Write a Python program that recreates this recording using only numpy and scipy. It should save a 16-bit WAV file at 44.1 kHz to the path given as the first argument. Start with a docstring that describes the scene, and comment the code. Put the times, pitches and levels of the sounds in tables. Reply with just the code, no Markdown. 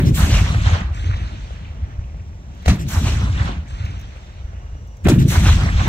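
"""A meadow ringed by tree lines and far hills, heard through the two ports of a phone: three black-powder cannon shots.
Each blast comes straight, as sharp fronts and low swings; the landscape returns it as thumps, boom, rumble and hiss.
Filtered two-port noise makes boom, rumble and hiss; the hiss loses treble and the echoes swing to the left.
Faint clicks, insect tones, chirps and a steady murmur of air fill the pauses."""
import sys
import numpy as np
from scipy import signal
from scipy.io import wavfile
from scipy.ndimage import uniform_filter1d, minimum_filter1d

SR = 44100
rng = np.random.default_rng(int(sys.argv[2]) if len(sys.argv) > 2 else 0)


def log_audio(samples):
    """Write samples as a 16-bit WAV file to the path given in sys.argv[1]."""
    # one column per channel
    frames = np.atleast_2d(samples).T
    # limit to full scale, then quantise
    limited = np.clip(frames, -1, 1)
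    pcm = np.round(limited * 32767).astype(np.int16)
    wavfile.write(sys.argv[1], SR, pcm)


N = 259308  # samples

# firings that wake the landscape: start_s, rumble_db, boom_db, hiss_db, added_loss_db_per_khz,
# nearest_returns_db, slopes_lag_ms
SHOTS = [(-.073, 0, -0.5, 0, 0, -0.5, -4), (2.663, -5.5, -4.5, -4.5, 0, -7.5, 2.5),
         (5.062, -1, 0.5, 0, 0, -1, 4.5)]
# direct blasts: peak_s, hiss_db, loss_db_per_khz (at the peak), boom_db
MUZZLES = [(-.04, -16.5, 2, -5), (2.661, -29, 1.2, -27), (2.683, -16, 1.03, -12.5), (5.047, -37.5, .2, -20),
           (5.057, -22.5, 6, -11), (5.067, -17, 5, -3), (5.096, -20.5, 0.8, -5)]
# lows sent back by the landscape: after_shot_s, rumble_db, boom_db
LOWS = [(-.015, -56, -71), (.01, -3, -40), (.06, -17, -20), (.14, -23.5, -14), (.24, -22.5, -24),
        (.3, -18.5, -19), (.44, -10.5, -25), (.6, -17.5, -24.5), (.7, -14, -31), (.8, -17.5, -23),
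        (.9, -24.5, -31.5), (1.02, -26.5, -39), (1.17, -21.5, -34), (1.5, -30, -43), (2.05, -28.5, -44),
        (2.3, -32.5, -45.5), (2.7, -34.5, -44.5), (6, -41, -89)]

MUZZLE_RISE_DB_PER_S, MUZZLE_FALL_S = 2200, 0.071


def amp(db):
    """Amplitude factor of a level in dB."""
    return 10 ** (np.asarray(db) / 20)


def read(points, hz):
    """Value of a spectrum table on a log-frequency axis."""
    f, value = np.transpose(points)
    return np.interp(np.log(hz + 1), np.log(f + 1), value)


def follow(rows, t):
    """Every column of a time table at the times t."""
    s, *columns = np.transpose(rows)
    return [np.interp(t, s, column) for column in columns]


def add(mix, start_s, sound):
    """Mix a sound in at its start, cut at the end of the mix."""
    part = mix[..., max(round(start_s * SR), 0):][..., :sound.shape[-1]]
    part += sound[..., :part.shape[-1]]


def summed(levels_db):
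    """Level of several unrelated sounds heard together: powers add."""
    return 10 * np.log10(sum(amp(db) ** 2 for db in levels_db))


def grid(size):
    """Frame times and bin frequencies of short-time spectra."""
    frame_s = np.arange(4 * N // size + 5) * size / 4 / SR
    return frame_s, np.fft.rfftfreq(size, 1 / SR)[:, None]


def patches(size, frames, bins):
    """Smooth random field over frequency and time, rms 1."""
    t, hz = grid(size)
    field = rng.standard_normal((len(t), len(hz)))
    field = uniform_filter1d(field, frames, axis=0)
    field = uniform_filter1d(field, bins, axis=1).T
    return field / field.std()


def noise(colour, shape_db, lead_ms, like, size):
    """Coloured two-port noise shaped over time and frequency; path difference delays the right port by lead_ms."""
    # port imbalance, scaled by the shading below: pitch_hz, left_minus_right_db
    ports = [(300, 0.5), (520, 1), (1000, -4.5), (1700, -5.5), (2600, -0.5), (4400, 1.5), (8000, 2.5),
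             (12000, -2.5)]
    t, hz = grid(size)
    a, b, c, d = rng.standard_normal((len(t), len(hz), 4)).T
    shared = a + 1j * b
    own = c + 1j * d
    like = np.clip(like, 0, 1) ** (hz / (hz + 900))  # long waves reach both ports alike
    late = np.exp(-2j * np.pi * hz * lead_ms / 1000)
    z = np.array([shared, late * (like * shared + np.sqrt(1 - like ** 2) * own)])
    shade = 0.7 + 0.65 * np.clip(lead_ms, 0, 0.3)  # the phone's body shades sound from the side more
    z *= amp(read(ports, hz) * shade * np.array([0.5, -0.5])[:, None, None])
    gain = amp(read(colour, hz))
    z *= gain / np.linalg.norm(gain) * amp(shape_db) * size ** 0.5
    return signal.istft(z, nperseg=size, noverlap=3 * size // 4, scaling="psd")[1][:, :N]


def bearing(t):
    """Left-port lead in ms and likeness of the ports, set by where sound arrives from after the latest shot."""
    # after_shot_s, left_lead_ms, likeness (0-1)
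    directions = [(0, -0.11, .6), (.12, -0.086, .1), (.128, .4, 0.76), (.175, .4, .7), (.2, .1, 0.2),
                  (.215, 0.11, 0.4), (.34, .11, 0.15), (.39, 0.066, 0.64), (.5, 0.089, 0),
                  (.62, 0.27, 0.55), (.82, .3, 0.16), (.99, 0.19, 0), (1.02, 0.51, 0.8), (1.25, 0.47, 0.77),
                  (1.5, 0.486, 0.2), (2.0, 0.41, 0.44), (2.8, 0.45, 0.4)]
    fired_s = np.transpose(SHOTS)[0]
    return follow(directions, t - fired_s[np.searchsorted(fired_s, t) - 1])


def muzzle(t, peak_s, fall_db):
    """Relative level in dB around a blast: a steep rise, then a fall that slows down."""
    rise_db = -MUZZLE_RISE_DB_PER_S * np.clip(peak_s - t, 0, 0.1)
    return rise_db - fall_db * np.log1p(np.maximum(t - peak_s, 0) / MUZZLE_FALL_S)


def cracks():
    """A push and its suction, then a short spray of ground reflections, dulled by the way travelled."""
    # sharp fronts of blasts and slap echoes: start_s, level_db (before filters), blur_ms, spray_t60_s
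    fronts = [(0.546, -11.5, 0.058, .03), (1.507, -17, 0.14, 0.095), (2.145, -25.5, 0.1, 0.018),
              (2.6597, -7.5, 0.041, 0.011), (2.6809, -0.5, 0.055, 0.13), (4.162, -24.5, 0.078, 0.054),
              (4.244, -33, 0.07, 0.049), (4.532, -24, 0.15, 0.014), (4.752, -26.5, .1, 0.022),
              (5.0685, 6, 0.19, 0.033), (5.0714, -3.5, 0.02, 0.018), (5.085, -1.3, 0.025, 0.085)]
    pulse_s, bounce_s = 0.00085, 0.00151
    out, t = np.zeros((2, N)), np.arange(6000) / SR
    spray = rng.standard_normal((len(fronts), 2, len(t)))
    for (start_s, level_db, blur_ms, t60_s), grit in zip(fronts, spray):
        lead_s = bearing(start_s)[0] / 1000
        delay_s = np.array([[max(-lead_s, 0)], [max(lead_s, 0)]])
        u = np.maximum(t - delay_s, 0) / pulse_s
        grit = (grit + 0.49 * grit[0]) * amp(-15.0 - 60 * t / t60_s)
        front = ((1 - u) * np.exp(-u) + grit) * (u > 0)
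        front = front + 0.86 * np.roll(front, round(bounce_s * SR), axis=1)  # bounce off the ground
        keep = np.exp(-1000 / (blur_ms * SR))
        front = signal.lfilter([(1 - keep) ** 2], [1, -2 * keep, keep ** 2], front)
        add(out, start_s, amp(level_db) * front)
    return signal.sosfilt(signal.butter(2, 300, "high", fs=SR, output="sos"), out)


def thumps():
    """The blast, and each broad surface that throws it back, give short low swings: cosines in a bell."""
    # swings of the blast itself: centre_s, level_db, pitch_hz, bell_sigma_ms
    blows = [(2.6805, -1, 95, 4.3), (2.683, -14.5, 702, 3.3), (2.694, -2.5, 91, 4.7),
             (2.709, -4.5, 80, 4.4), (5.058, -9.5, 71, 9.1), (5.069, -6, 347, 4.1),
             (5.086, -29.5, 127, 6.6), (5.101, -8, 304, 2), (5.118, -10, 260, 3)]
    # reflecting surfaces: after_shot_s, pitch_hz, bell_sigma_ms, gun_1_db, gun_2_db, gun_3_db
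    slopes = [(.072, 125, 2.4, -13, -20, -1), (.115, 141, 3.7, -6, -35, -7),
              (0.153, 110, 3.6, -1.5, -14.5, -4), (.19, 125, 4.6, -6, -27, -3),
              (.225, 121, 4, -20, -27, -6), (.283, 121, 2, -5, -12, -15), (0.316, 76, 8, -3, -5, 0),
              (0.407, 98.6, 6.7, -1.5, -8.5, -7), (0.443, 82, 11, -9, -9, -10),
              (0.501, 90, 4.8, -3.5, -7.5, -2), (0.574, 88, 6.9, -12, -7.5, -8),
              (0.637, 94, 6.6, -6, -11, -16), (.695, 67, 4, -9.5, -24, -7), (.748, 90, 6.8, -2.5, -6, -7),
              (0.818, 84, 7.1, -7, -13, -8.5), (.93, 71, 13.5, -16, -17, -15),
              (0.999, 75, 12.5, -13, -39, -15), (1.147, 89, 9.4, -12, -15.5, -10),
              (1.181, 95, 6.7, -11.5, -15.5, -10), (1.234, 87, 8.7, -14, -20, -14),
              (1.312, 87, 7.2, -16.5, -31, -16), (1.381, 74, 4, -22, -26, -15.5),
              (1.788, 61.4, 7.2, -22.5, -18, -20), (1.912, 77, 13, -17.5, -27.5, -20),
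              (2.069, 67, 4.2, -13, -20.5, -13)]
    out = np.zeros(N)
    t = np.arange(-2400, 2400) / SR
    returns = [(shot_s + late_s + lag_ms / 1000, db[gun], hz, ms)
               for gun, (shot_s, *_, lag_ms) in enumerate(SHOTS)
               for late_s, hz, ms, *db in slopes]
    for centre_s, level_db, pitch_hz, sigma_ms in blows + returns:
        swing = np.cos(2 * np.pi * pitch_hz * t) * np.exp(-0.5 * (1000 * t / sigma_ms) ** 2)
        swing = swing * signal.windows.tukey(len(t), 0.5)
        swing = amp(level_db) * (swing - swing.mean() * 2 * np.hanning(len(t)))  # no net pressure
        start_s = centre_s + t[0]
        add(out, start_s, swing[max(-round(start_s * SR), 0):])
    return out


def boom():
    """The chesty middle of the blast and its echoes, noise lumpy from trunk to trunk."""
    # pitch_hz, relative_level_db
    colour = [(60, -10.5), (110, -0.5), (160, 4.5), (230, -7.5), (310, -9.5), (390, -17), (480, -30),
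              (600, -24.5), (900, -55), (2000, -58)]
    near_s, fall_db = 0.17, 18
    t = np.arange(N) / SR
    levels_db = []
    for shot_s, _, boom_db, _, _, near_db, _ in SHOTS:
        near = np.clip(2 - (t - shot_s) / near_s, 0, 1)  # full until near_s, gone at twice that
        levels_db.append(follow(LOWS, t - shot_s)[1] + boom_db + near_db * near)
    for peak_s, _, _, boom_db in MUZZLES:
        levels_db.append(boom_db + muzzle(t, peak_s, fall_db))
    lumps_db = 3.02 * patches(size=1024, frames=4, bins=8)
    lead_ms, _ = bearing(grid(size=1024)[0])
    return amp(summed(levels_db)) * noise(colour, lumps_db, lead_ms, 0.81, size=1024)


def hiss():
    """Leaves scatter the crack into noise; the air takes more on longer paths, steeply so in the treble."""
    # foliage returns: after_shot_s, level_db, loss_db_per_khz (slope at 4 kHz), trunk_knock_db
    leaves = [(.1, -58, -1, 0), (.122, -47, 1, 2), (.132, -34, 0.45, -2), (.165, -34.5, 0.5, 1),
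              (.19, -42, 1.5, -1), (.21, -41, 0.5, -3), (.225, -30, -0.13, -6), (.26, -26.5, 0, 5),
              (.3, -25, 0.53, 8), (.36, -26.5, 1, -3), (.41, -17.5, 1.45, -4), (.5, -27, 1.4, -1.5),
              (.555, -27.5, 1.9, 4), (.59, -30, 1.54, 2), (.62, -30.5, 2, 6), (.655, -33.5, 1.5, 4),
              (.7, -29, 2, -3.5), (.745, -24, 2.6, 5), (.785, -27, 2, 1), (.82, -25.5, 2.5, 6.5),
              (.88, -32, 3, 3), (.99, -44, 4, 0), (1.02, -38.5, 1.63, -2), (1.17, -33.5, 3, -0.5),
              (1.28, -36.5, 3, -2), (1.6, -42, 2.5, -4), (2.0, -47, 6, 1.5), (2.25, -49.5, 7, -8.5),
              (6, -83, -2, 3)]
    # pitch_hz, relative_level_db
    colour = [(200, -38), (450, -9.5), (620, 0.5), (850, -2.5), (1300, -1), (2500, -1), (4000, -2),
              (4900, -8), (5800, -2), (8300, -4), (9500, -13.5), (12500, -5), (14500, -10), (16000, -11)]
    trunk_hz, trunk_octaves = 1080, 0.99
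    fall_db, dulling_db_per_khz = 27, 0.9
    swell_s, swell_rise_s, swell_db, swell_loss_db_per_khz = 2.36, 0.12, -43, 2
    t, hz = grid(size=256)
    khz = ((hz / 1000) ** 1.5 - 2 ** 1.5) / 3  # bent axis: 0 at 2 kHz, slope 1 at 4 kHz
    # a faint hiss swells just ahead of the second shot
    swell = swell_db - 40 * np.exp(-np.maximum(t - swell_s, 0) / swell_rise_s)
    parts_db = [swell - 99 * (t > SHOTS[1][0]) - swell_loss_db_per_khz * khz]
    trunks = np.exp(-(np.log2((hz + 1) / trunk_hz) / trunk_octaves) ** 2)
    for shot_s, _, _, hiss_db, added_loss, *_ in SHOTS:
        level_db, loss, knock_db = follow(leaves, t - shot_s)
        echo_db = level_db + hiss_db - (loss + added_loss) * khz + knock_db * trunks
        parts_db.append(echo_db - 99 * (t < shot_s))
    for peak_s, hiss_db, loss, _ in MUZZLES:
        loss = loss + dulling_db_per_khz * np.clip((t - peak_s) / MUZZLE_FALL_S, 0, 2)
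        parts_db.append(hiss_db + muzzle(t, peak_s, fall_db) - loss * khz)
    crowns_db = 1.54 * patches(size=256, frames=30, bins=5)  # each tree answers in its own colour
    # trunks and boughs slap back briefly
    slaps_db = 1.106 * np.minimum(patches(size=256, frames=8, bins=12) ** 2, 7)
    return noise(colour, summed(parts_db) + crowns_db + slaps_db, *bearing(t), size=256)


def rumble():
    """Many far slopes return the lowest part of the blast, dense and rolling."""
    # pitch_hz, relative_level_db
    colour = [(15, -20), (30, -29), (50, 6.5), (75, 4), (110, -5), (170, -17), (300, -51.5), (600, -119)]
    t = np.arange(N) / SR
    level_db = summed(follow(LOWS, t - shot_s)[0] + rumble_db for shot_s, rumble_db, *_ in SHOTS)
    lead_ms, _ = bearing(grid(size=4096)[0])
    return amp(level_db) * noise(colour, 0, lead_ms, 0.95, size=4096)


def ticks():
    """Clicks close by: a short rough ring over a puff of the highest treble, louder in the left port."""
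    # start_s, level_db (before port gains)
    clicks = [(2.5485, -49.5), (2.5755, -51.5), (2.6234, -45), (3.852, -40), (3.9074, -54.5), (3.9958, -41),
              (4.0114, -41.5), (4.8724, -48), (4.9685, -46.5)]
    ring_hz, rise_s, t60_s = 6300, 0.001, 0.035
    out, t = np.zeros(N), np.arange(1500) / SR
    draws = rng.standard_normal((len(clicks), len(t) + 3))
    soft = np.minimum(t / rise_s, 1) * amp(-60 * t / t60_s)
    for (start_s, level_db), draw in zip(clicks, draws):
        ring = 4.6 * uniform_filter1d(draw[3:], size=40) * np.sin(2 * np.pi * ring_hz * t)
        puff = 0.093 * np.diff(draw, 3)
        add(out, start_s, amp(level_db) * soft * (ring + puff))
    return out * amp([[2.0], [-3.0]])


def insect():
    """Two thin sine tones whose pitch and level waver at random."""
    # before waver and port gains: time_s, high_tone_db, low_tone_db
    calls = [(1.6, -92, -95), (1.97, -67, -91), (2.4, -87, -88), (3.85, -100, -100), (3.95, -58, -81),
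             (4.3, -80, -90), (4.42, -65, -80), (4.6, -70, -64), (4.93, -64, -65), (5.04, -67, -92),
             (5.1, -95, -93.5)]
    # centre pitches: high_hz, low_hz
    tones_hz = [5865, 2859]
    sink_hz, waver_hz, waver_db = 200, 22, 3.8
    t = np.arange(N) / SR
    waver = uniform_filter1d(rng.standard_normal((N, 4)), 900, 0).T * 30  # rms 1
    # the high tone sinks as its last call ends
    sink = sink_hz * np.clip((t - 4.9) / 0.14, 0, 1) * [[1], [0]]
    pitch_hz = np.transpose([tones_hz]) - sink + waver_hz * waver[:2]
    turns = np.cumsum(pitch_hz, axis=1) / SR
    level_db = np.array(follow(calls, t)) + waver_db * waver[2:]
    return (amp(level_db) * np.sin(2 * np.pi * turns)).sum(0) * amp([[1.5], [-1.5]])


def cricket():
    """Tiny falling chirps, evenly spaced, from the grass: sine glides in a bell."""
    chirps_per_s, level_db = 16.5, -80.0
    t = np.arange(N) / SR
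    since = (t - 0.035) % (1 / chirps_per_s)
    glide = np.sin(2 * np.pi * (8700 * since - 9000 * since ** 2))
    return amp(level_db) * glide * np.exp(-((since - 0.015) / 0.0071) ** 2)


def air():
    """Steady open-air murmur of leaves and distance: stationary coloured noise."""
    # pitch_hz, relative_level_db
    colour = [(90, -29), (160, -21), (300, -3.5), (600, -2.5), (1000, -9), (2200, -18), (4400, -24.5),
              (6000, -16), (8500, -32.5), (9300, -44), (12000, -40), (15600, -36)]
    return noise(colour, shape_db=-52, lead_ms=0.259, like=0.9, size=512)


def scene():
    """Blasts and their returns over the small sounds of the meadow."""
    blasts = cracks() + thumps() + boom() + hiss() + rumble()
    return blasts + ticks() + insect() + cricket() + air()


def record(dry):
    """A limiter turns the gain down just ahead of each peak and lets go gently; then the band limit."""
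    ceiling, edge_hz = 0.93, 15720
    room = np.minimum(ceiling / (abs(dry).max(0) + 1e-9), 1)
    gain = uniform_filter1d(minimum_filter1d(room, size=801), size=400)
    lowpass = signal.firwin(1023, edge_hz, window=("kaiser", 9), fs=SR)
    return signal.oaconvolve(dry * gain, lowpass[None], "same")


dry = scene()
out = record(dry)
log_audio(out)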